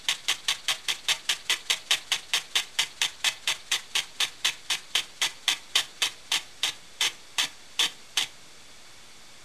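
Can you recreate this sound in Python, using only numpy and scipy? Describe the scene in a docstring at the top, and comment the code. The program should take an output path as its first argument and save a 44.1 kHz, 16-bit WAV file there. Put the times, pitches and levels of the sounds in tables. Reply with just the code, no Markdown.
"""On a workshop bench, a small single-cylinder model engine runs on compressed air, slows down and stops.
Once a turn the valve dumps the cylinder through a resonant exhaust tube: a sharp, spitting puff,
often closed by a tiny squeak. Between puffs the piston swishes in its bore. A small leak hisses
throughout, over a low murmur and a faint mains hum, and carries on after the flywheel has stopped."""
import sys
import numpy as np
from scipy import signal
from scipy.fft import rfft, irfft, next_fast_len
from scipy.io import wavfile
from scipy.ndimage import map_coordinates

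SR = 44100
rng = np.random.default_rng(int(sys.argv[2]) if len(sys.argv) > 2 else 0)


def waveform_to_disk(signal):
    """Save audio, clipped to [-1, 1], as 16-bit WAV at the path in sys.argv[1]."""
    frames = np.transpose(np.atleast_2d(signal))
    scaled = np.clip(frames, -1, 1) * 32767
    samples = np.round(scaled).astype(np.int16)
    wavfile.write(sys.argv[1], SR, samples)


N = 416304

# Exhaust puffs, one a turn, each a burst on top of a steady flow: start_s, flow_db, burst_db
PUFFS = [(0.0851, -26, 6), (0.2832, -22.5, -0.1), (0.4831, -25, 5.5), (0.6829, -23, 0.2), (0.8842, -27, 6),
         (1.0846, -21, 0.5), (1.2907, -24.5, 5), (1.4964, -21.9, 1.2), (1.6991, -25, 7.5),
         (1.9075, -22, 3.0), (2.1174, -27.5, 8), (2.335, -23.0, 1.5), (2.5548, -24, 3.1), (2.7875, -25, 5),
         (3.0152, -25, 4.2), (3.2436, -22, 0.2), (3.4746, -24, 3), (3.7157, -25, 4.5), (3.9526, -25, 4),
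         (4.2025, -25, 5), (4.4465, -24.5, 4.5), (4.7007, -24.1, 2), (4.9512, -25.5, 6.5),
         (5.2158, -23.5, 3), (5.479, -24.5, 4.5), (5.7542, -22.5, 3.0), (6.0194, -26, 7),
         (6.3166, -24, 1.1), (6.6324, -27, 5.5), (7.0085, -23, 1), (7.3834, -27, 6.5), (7.7926, -24, 4),
         (8.1724, -28.5, 9.5)]
OPEN_S, TURN_S = .0531, .25  # the valve stays open OPEN_S in a turn lasting TURN_S


def amp(db):
    """Decibels to gain."""
    return 10 ** (np.asarray(db) / 20)


def unit(x):
    """Scaled to rms 1."""
    return x / np.sqrt(np.mean(x ** 2) + 1e-20)


def along(points, hz):
    """A curve through (frequency, value) points on a log frequency axis."""
    f, v = np.transpose(points)
    return np.interp(np.log(hz + 1), np.log(f + 1), v)


def peaks(resonances, hz):
    """The boost in dB that resonances add to a colour."""
    return sum(db / (1 + (2 * (hz - centre) / width) ** 2) for centre, width, db in resonances)


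def filtered(x, response):
    """x equalised by a gain curve over frequency."""
    size = next_fast_len(N + SR // 2)
    return irfft(rfft(x, size) * response(np.fft.rfftfreq(size, 1 / SR)), size)[:N]


def noise(colour, resonances=()):
    """Coloured noise of rms 1."""
    white = rng.standard_normal(N)
    return unit(filtered(white, lambda hz: amp(along(colour, hz) + peaks(resonances, hz))))


def wobble(rate):
    """A smooth random curve, rate knots a second."""
    return map_coordinates(rng.standard_normal(int(N * rate / SR) + 4), [np.arange(N) * rate / SR])


def ringing(colour_db, size=8192):
    """Minimum-phase impulse response of energy 1 with the given colour."""
    cepstrum = irfft(np.log(amp(colour_db(np.fft.rfftfreq(size, 1 / SR)))))
    cepstrum[1:size // 2] *= 2
    cepstrum[size // 2 + 1:] = 0
    response = irfft(np.exp(rfft(cepstrum)))
    return response / np.linalg.norm(response)


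def add(track, at_s, sound):
    """Mixes a sound into a track."""
    at = round(at_s * SR)
    track[at:at + len(sound)] += sound[:len(track) - at]


def valve_times(slow_power=.745):
    """When the valve opens and for how many seconds: longer as the flywheel slows."""
    starts = np.array(PUFFS)[:, 0]
    return starts, OPEN_S * (np.gradient(starts) / TURN_S) ** slow_power


def latest_puff():
    """For every sample: the number of the latest puff, and the seconds since its valve opened."""
    starts, t = np.array(PUFFS)[:, 0], np.arange(N) / SR
    number = np.maximum(np.searchsorted(starts, t) - 1, 0)
    return number, np.maximum(t - starts[number], 0)


def leak(level_db=-51):
    """Air slips past the valve in a steady, faintly whistling hiss."""
    # Colour of the hiss: frequency_hz, level_db
    hiss_colour = [(300, -5), (1000, -6.5), (2000, -5), (2800, -5), (3400, -7), (4000, -4.5), (4400, -5.5),
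                   (5200, -7), (8000, -8), (10000, -15.5), (12600, -20.5), (13400, -44)]
    # Narrow resonances of the leak: pitch_hz, width_hz, boost_db
    whistles = [(2235, 120, 5.5), (3434, 150, 9), (3670, 64, 5.5), (4570, 180, 6), (5550, 12, 9),
                (5850, 200, 3)]
    return amp(level_db) * noise(hiss_colour, whistles)


def room_tone(murmur_db=-61, hum_db=-73, hum_hz=60):
    """The low murmur of the workshop and a faint mains hum."""
    # Colour of the murmur: frequency_hz, level_db
    murmur_colour = [(20, 3.5), (35, -12), (70, -13), (130, -7), (250, -12), (600, -10.5), (1500, -13.5),
                     (4000, -49)]
    hum = np.sin(2 * np.pi * hum_hz * np.arange(N) / SR)
    return amp(murmur_db) * noise(murmur_colour) + amp(hum_db) * hum


def piston(speed_power=2.1):
    """The piston slides in its bore: swishes tied to the crank angle, fading as the flywheel slows."""
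    # Swishes in the turn after the valve opens: phase_turns, width_turns, full_speed_db, bright_share
    strokes = [(.34, 0.047, -40.5, 0.68), (0.551, 0.063, -46.5, 0.05), (.845, 0.053, -45.5, 0.45)]
    # Colour of a dull swish: frequency_hz, level_db
    dull_colour = [(400, -46), (1500, -9), (3600, 5.5), (4600, 7), (5400, -20), (12000, -28)]
    # Colour of a bright swish: frequency_hz, level_db
    bright_colour = [(400, -31), (1500, 5.5), (3600, -8), (5200, 2.5), (8000, 2.5), (12500, -16),
                     (14000, -36)]
    starts, t = np.array(PUFFS)[:, 0], np.arange(N) / SR
    # the first turn is already under way; after the last puff the wheel creeps
    turn_starts = np.r_[2 * starts[0] - starts[1], starts, N / SR]
    turns = np.interp(t, turn_starts, np.arange(len(turn_starts)))
    speed = np.gradient(turns)
    dull, bright, swish = noise(dull_colour), noise(bright_colour), np.zeros(N)
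    for phase, width, db, bright_share in strokes:
        stroke = amp(db) * np.exp(-((turns % 1 - phase) / width) ** 2 / 2)
        swish += stroke * (np.sqrt(bright_share) * bright + np.sqrt(1 - bright_share) * dull)
    return swish * (speed / speed.max()) ** speed_power


def airflow(burst_share=.28, rise_s=.00019, close_s=.0065, early_s=.0005,
            sag_db=-3, burst_trim_db=-1, seep_db=-20, seep_s=.0075):
    """Puff envelope: air seeps as the port cracks open, the cylinder dumps, the piston expels the rest."""
    flow = np.zeros(N)
    for (start, flow_db, burst_db), open_s in zip(PUFFS, valve_times()[1]):
        span = slice(max(int((start - .05) * SR), 0), int((start + .15) * SR))
        t = np.arange(N)[span] / SR - start
        age = np.maximum(t, 0)
        dump = np.exp(-(age / (burst_share * open_s)) ** 4)
        push_db = sag_db * (age / open_s - .5)
        level_db = flow_db + dump * (burst_db + burst_trim_db) + (1 - dump) * push_db
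        opening = 1 - np.exp(-age / rise_s)
        closing = (1 - np.tanh((t - open_s + early_s) / close_s)) / 2
        seep = amp(flow_db + burst_db + seep_db) * np.exp(-abs(t) / seep_s)
        flow[span] += amp(level_db) * opening * closing + seep
    return flow


def spitting(opening_s=.001022, opening_db=3.5, later_count=2, later_db=4.5, fade_db=-4,
             scatter_db=2, first_share=.1, last_share=.75, crowding=1.6):
    """Spits as (start_s, level_db): one as the valve opens, then more, mostly while pressure is high."""
    spits = []
    for (start, flow_db, burst_db), open_s in zip(PUFFS, valve_times()[1]):
        levels = flow_db + burst_db + scatter_db * np.clip(rng.standard_normal(later_count + 1), -2, 1)
        shares = first_share + (last_share - first_share) * rng.random(later_count) ** crowding
        spits.append((start + opening_s, levels[0] + opening_db))
        spits += zip(start + shares * open_s, levels[1:] + later_db + fade_db * shares)
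    return spits


def tube_db(hz, spacing_hz=445, ripple_db=2, above_hz=6000):
    """The jet's colour with the exhaust tube's resonances on it; the high ones are evenly spaced."""
    # Broad colour of the jet: frequency_hz, level_db
    jet_colour = [(60, -34.5), (140, -32.5), (230, -28), (550, -28.5), (850, -14), (1450, -18), (1900, -8),
                  (3400, -6.5), (4200, -13.5), (6500, -11), (9700, -16.5), (11500, -25.5), (12800, -20.5),
                  (14000, -42)]
    # Resonances of the tube and port: pitch_hz, width_hz, boost_db
    tube_modes = [(146, 34, 9.5), (338.4, 54, 10), (476, 57, 15.5), (637.6, 25, 11.5), (760, 120, 6),
                  (923, 43, 5.5), (1150, 230, 8), (1638, 120, 5), (1770, 80, 4), (2025, 88, 7.5),
                  (2177, 130, 2), (2580, 90, 7), (2826, 32, 6.5), (3085, 137, 6.5), (3187, 100, 5.5),
                  (3498, 220, 7.5), (3775, 410, 7), (4400, 110, 4.5), (4580, 190, 8), (5540, 170, 5.5),
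                  (6310, 290, 5)]
    ripple = ripple_db * np.cos(2 * np.pi * hz / spacing_hz) * (hz > above_hz)
    return along(jet_colour, hz) + peaks(tube_modes, hz) + ripple


def exhaust(flow, spits, jet_db=-1.05, flutter_db=2, sputter_db=-9, sputter_per_s=400,
            crack_db=8, dull_hz=3000, brighten_s=.00029):
    """A turbulent jet with fine sputter and a crack for each spit, all sounding through the tube."""
    turbulence = unit(amp(flutter_db * wobble(500)) * rng.standard_normal(N))
    sputter = unit((rng.random(N) < sputter_per_s / SR) * rng.choice([-1, 1], N))
    jet = flow * (amp(jet_db) * turbulence + amp(sputter_db) * sputter)
    for start, db in spits:
        jet[round(start * SR)] += amp(db + crack_db)
    # each puff starts dull: the fine turbulence takes a moment to build up
    dull = filtered(jet, lambda hz: 1 / (1 + (hz / dull_hz) ** 4))
    brightness = 1 - np.exp(-latest_puff()[1] / brighten_s)
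    return signal.fftconvolve(dull + (jet - dull) * brightness, ringing(tube_db))[:N]


def port_ring(spits, ring_hz=3280, scatter=.088, swell_s=.00051):
    """Each spit rings the exhaust port for a few cycles."""
    rings, t = np.zeros(N), np.arange(SR // 100) / SR
    swell = t / swell_s * np.exp(1 - t / swell_s)
    for (start, db), detune in zip(spits, rng.standard_normal(len(spits))):
        pitch_hz = ring_hz * np.exp(scatter * detune)
        add(rings, start, amp(db) * swell * np.sin(2 * np.pi * pitch_hz * t))
    return rings


def cylinder_note(flow, open_hz=560, shut_hz=260, glide_s=.032, width_hz=110,
                  scatter=.04, gain_db=-23, slow_power=1.1):
    """The cylinder cavity's hollow note sinks as the port narrows, most clearly in slow turns."""
    number, age = latest_puff()
    open_s = valve_times()[1]
    narrowed = 1 - np.exp(-age / glide_s)
    detune = np.exp(scatter * rng.standard_normal(len(PUFFS)))[number]
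    pitch_hz = detune * (open_hz + (shut_hz - open_hz) * narrowed)
    phase = 2 * np.pi * np.cumsum(pitch_hz) / SR
    breathy_note = wobble(width_hz) * np.cos(phase) + wobble(width_hz) * np.sin(phase)
    slowness = (open_s / open_s.max())[number] ** slow_power
    return amp(gain_db) * flow * narrowed * slowness * breathy_note


def valve_thump(thump_hz=148, gain_db=-52, width_s=.012, early_s=.0022, scatter=.11, slow_power=1.3):
    """The air column in the tube bounces softly as the valve shuts, harder after a long puff."""
    thumps, t = np.zeros(N), np.arange(-SR // 20, SR // 20) / SR
    envelope = np.exp(-(t / width_s) ** 2)
    for start, open_s, (detune, phase) in zip(*valve_times(), rng.standard_normal((len(PUFFS), 2))):
        pitch_hz = thump_hz * np.exp(scatter * detune)
        bounce = (open_s / OPEN_S) ** slow_power * np.sin(2 * np.pi * (pitch_hz * t + phase))
        add(thumps, start + open_s - early_s + t[0], envelope * bounce)
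    return amp(gain_db) * thumps


def squeaks(squeak_hz=2340, level_db=-25.5, scatter_db=3, width_s=.0011, early_s=.002, scatter=.027):
    """The last air squeezes through the closing port with a tiny chirp, clearer in some turns."""
    chirps, t = np.zeros(N), np.arange(-SR // 100, SR // 100) / SR
    envelope = np.exp(-(t / width_s) ** 2)
    for start, open_s, (detune, strength) in zip(*valve_times(), rng.standard_normal((len(PUFFS), 2))):
        pitch_hz = squeak_hz * np.exp(scatter * detune)
        chirp = envelope * np.sin(2 * np.pi * pitch_hz * t)
        add(chirps, start + open_s - early_s + t[0], amp(level_db + scatter_db * strength) * chirp)
    return chirps


def squeal(peak_s=6.689, pitch_hz=3780, level_db=-23.5, width_s=.0035, rise_hz_per_s=60000):
    """In one slow turn, a brief whistle climbs as the port narrows."""
    t = np.arange(N) / SR - peak_s
    phase = 2 * np.pi * (pitch_hz + rise_hz_per_s * t / 2) * t
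    return amp(level_db) * np.exp(-(t / width_s) ** 2) * np.sin(phase)


def workshop_reverb(x, delay_s=.004):
    """A short room tail, a little different for every puff; the treble dies first."""
    # Time the room takes to fall by 60 dB: frequency_hz, decay_s
    decay_times = [(150, 0.42), (1000, 0.39), (3000, 0.23), (7000, 0.22), (13000, 0.27)]
    wet, number = np.zeros(N), latest_puff()[0]
    for puff in range(len(PUFFS)):
        span = np.flatnonzero(number == puff)
        hz, t, bands = signal.stft(rng.standard_normal(SR // 2), SR, nperseg=256)
        decay = amp(-60 * t / along(decay_times, hz)[:, None])
        tail = signal.istft(bands * decay, SR, nperseg=256)[1]
        add(wet, span[0] / SR + delay_s, signal.fftconvolve(x[span], tail / np.linalg.norm(tail)))
    return wet


def scene(reverb_db=-11):
    """The engine close up, the workshop behind it, in mono."""
    flow, spits = airflow(), spitting()
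    puffs = exhaust(flow, spits) + port_ring(spits) + cylinder_note(flow)
    engine = puffs + squeaks() + squeal() + valve_thump() + piston()
    return (engine + amp(reverb_db) * workshop_reverb(engine) + leak() + room_tone())[None]


def record(dry, cutoff_hz=16000, dc_offset=.0035):
    """Shelves down the highest treble, cuts it above the band limit and adds a small constant offset."""
    shelf = [(13800, 0), (14500, -18)]  # frequency_hz, gain_db
    return filtered(dry[0], lambda hz: (hz < cutoff_hz) * amp(along(shelf, hz)))[None] + dc_offset


dry = scene()
out = record(dry)
waveform_to_disk(out)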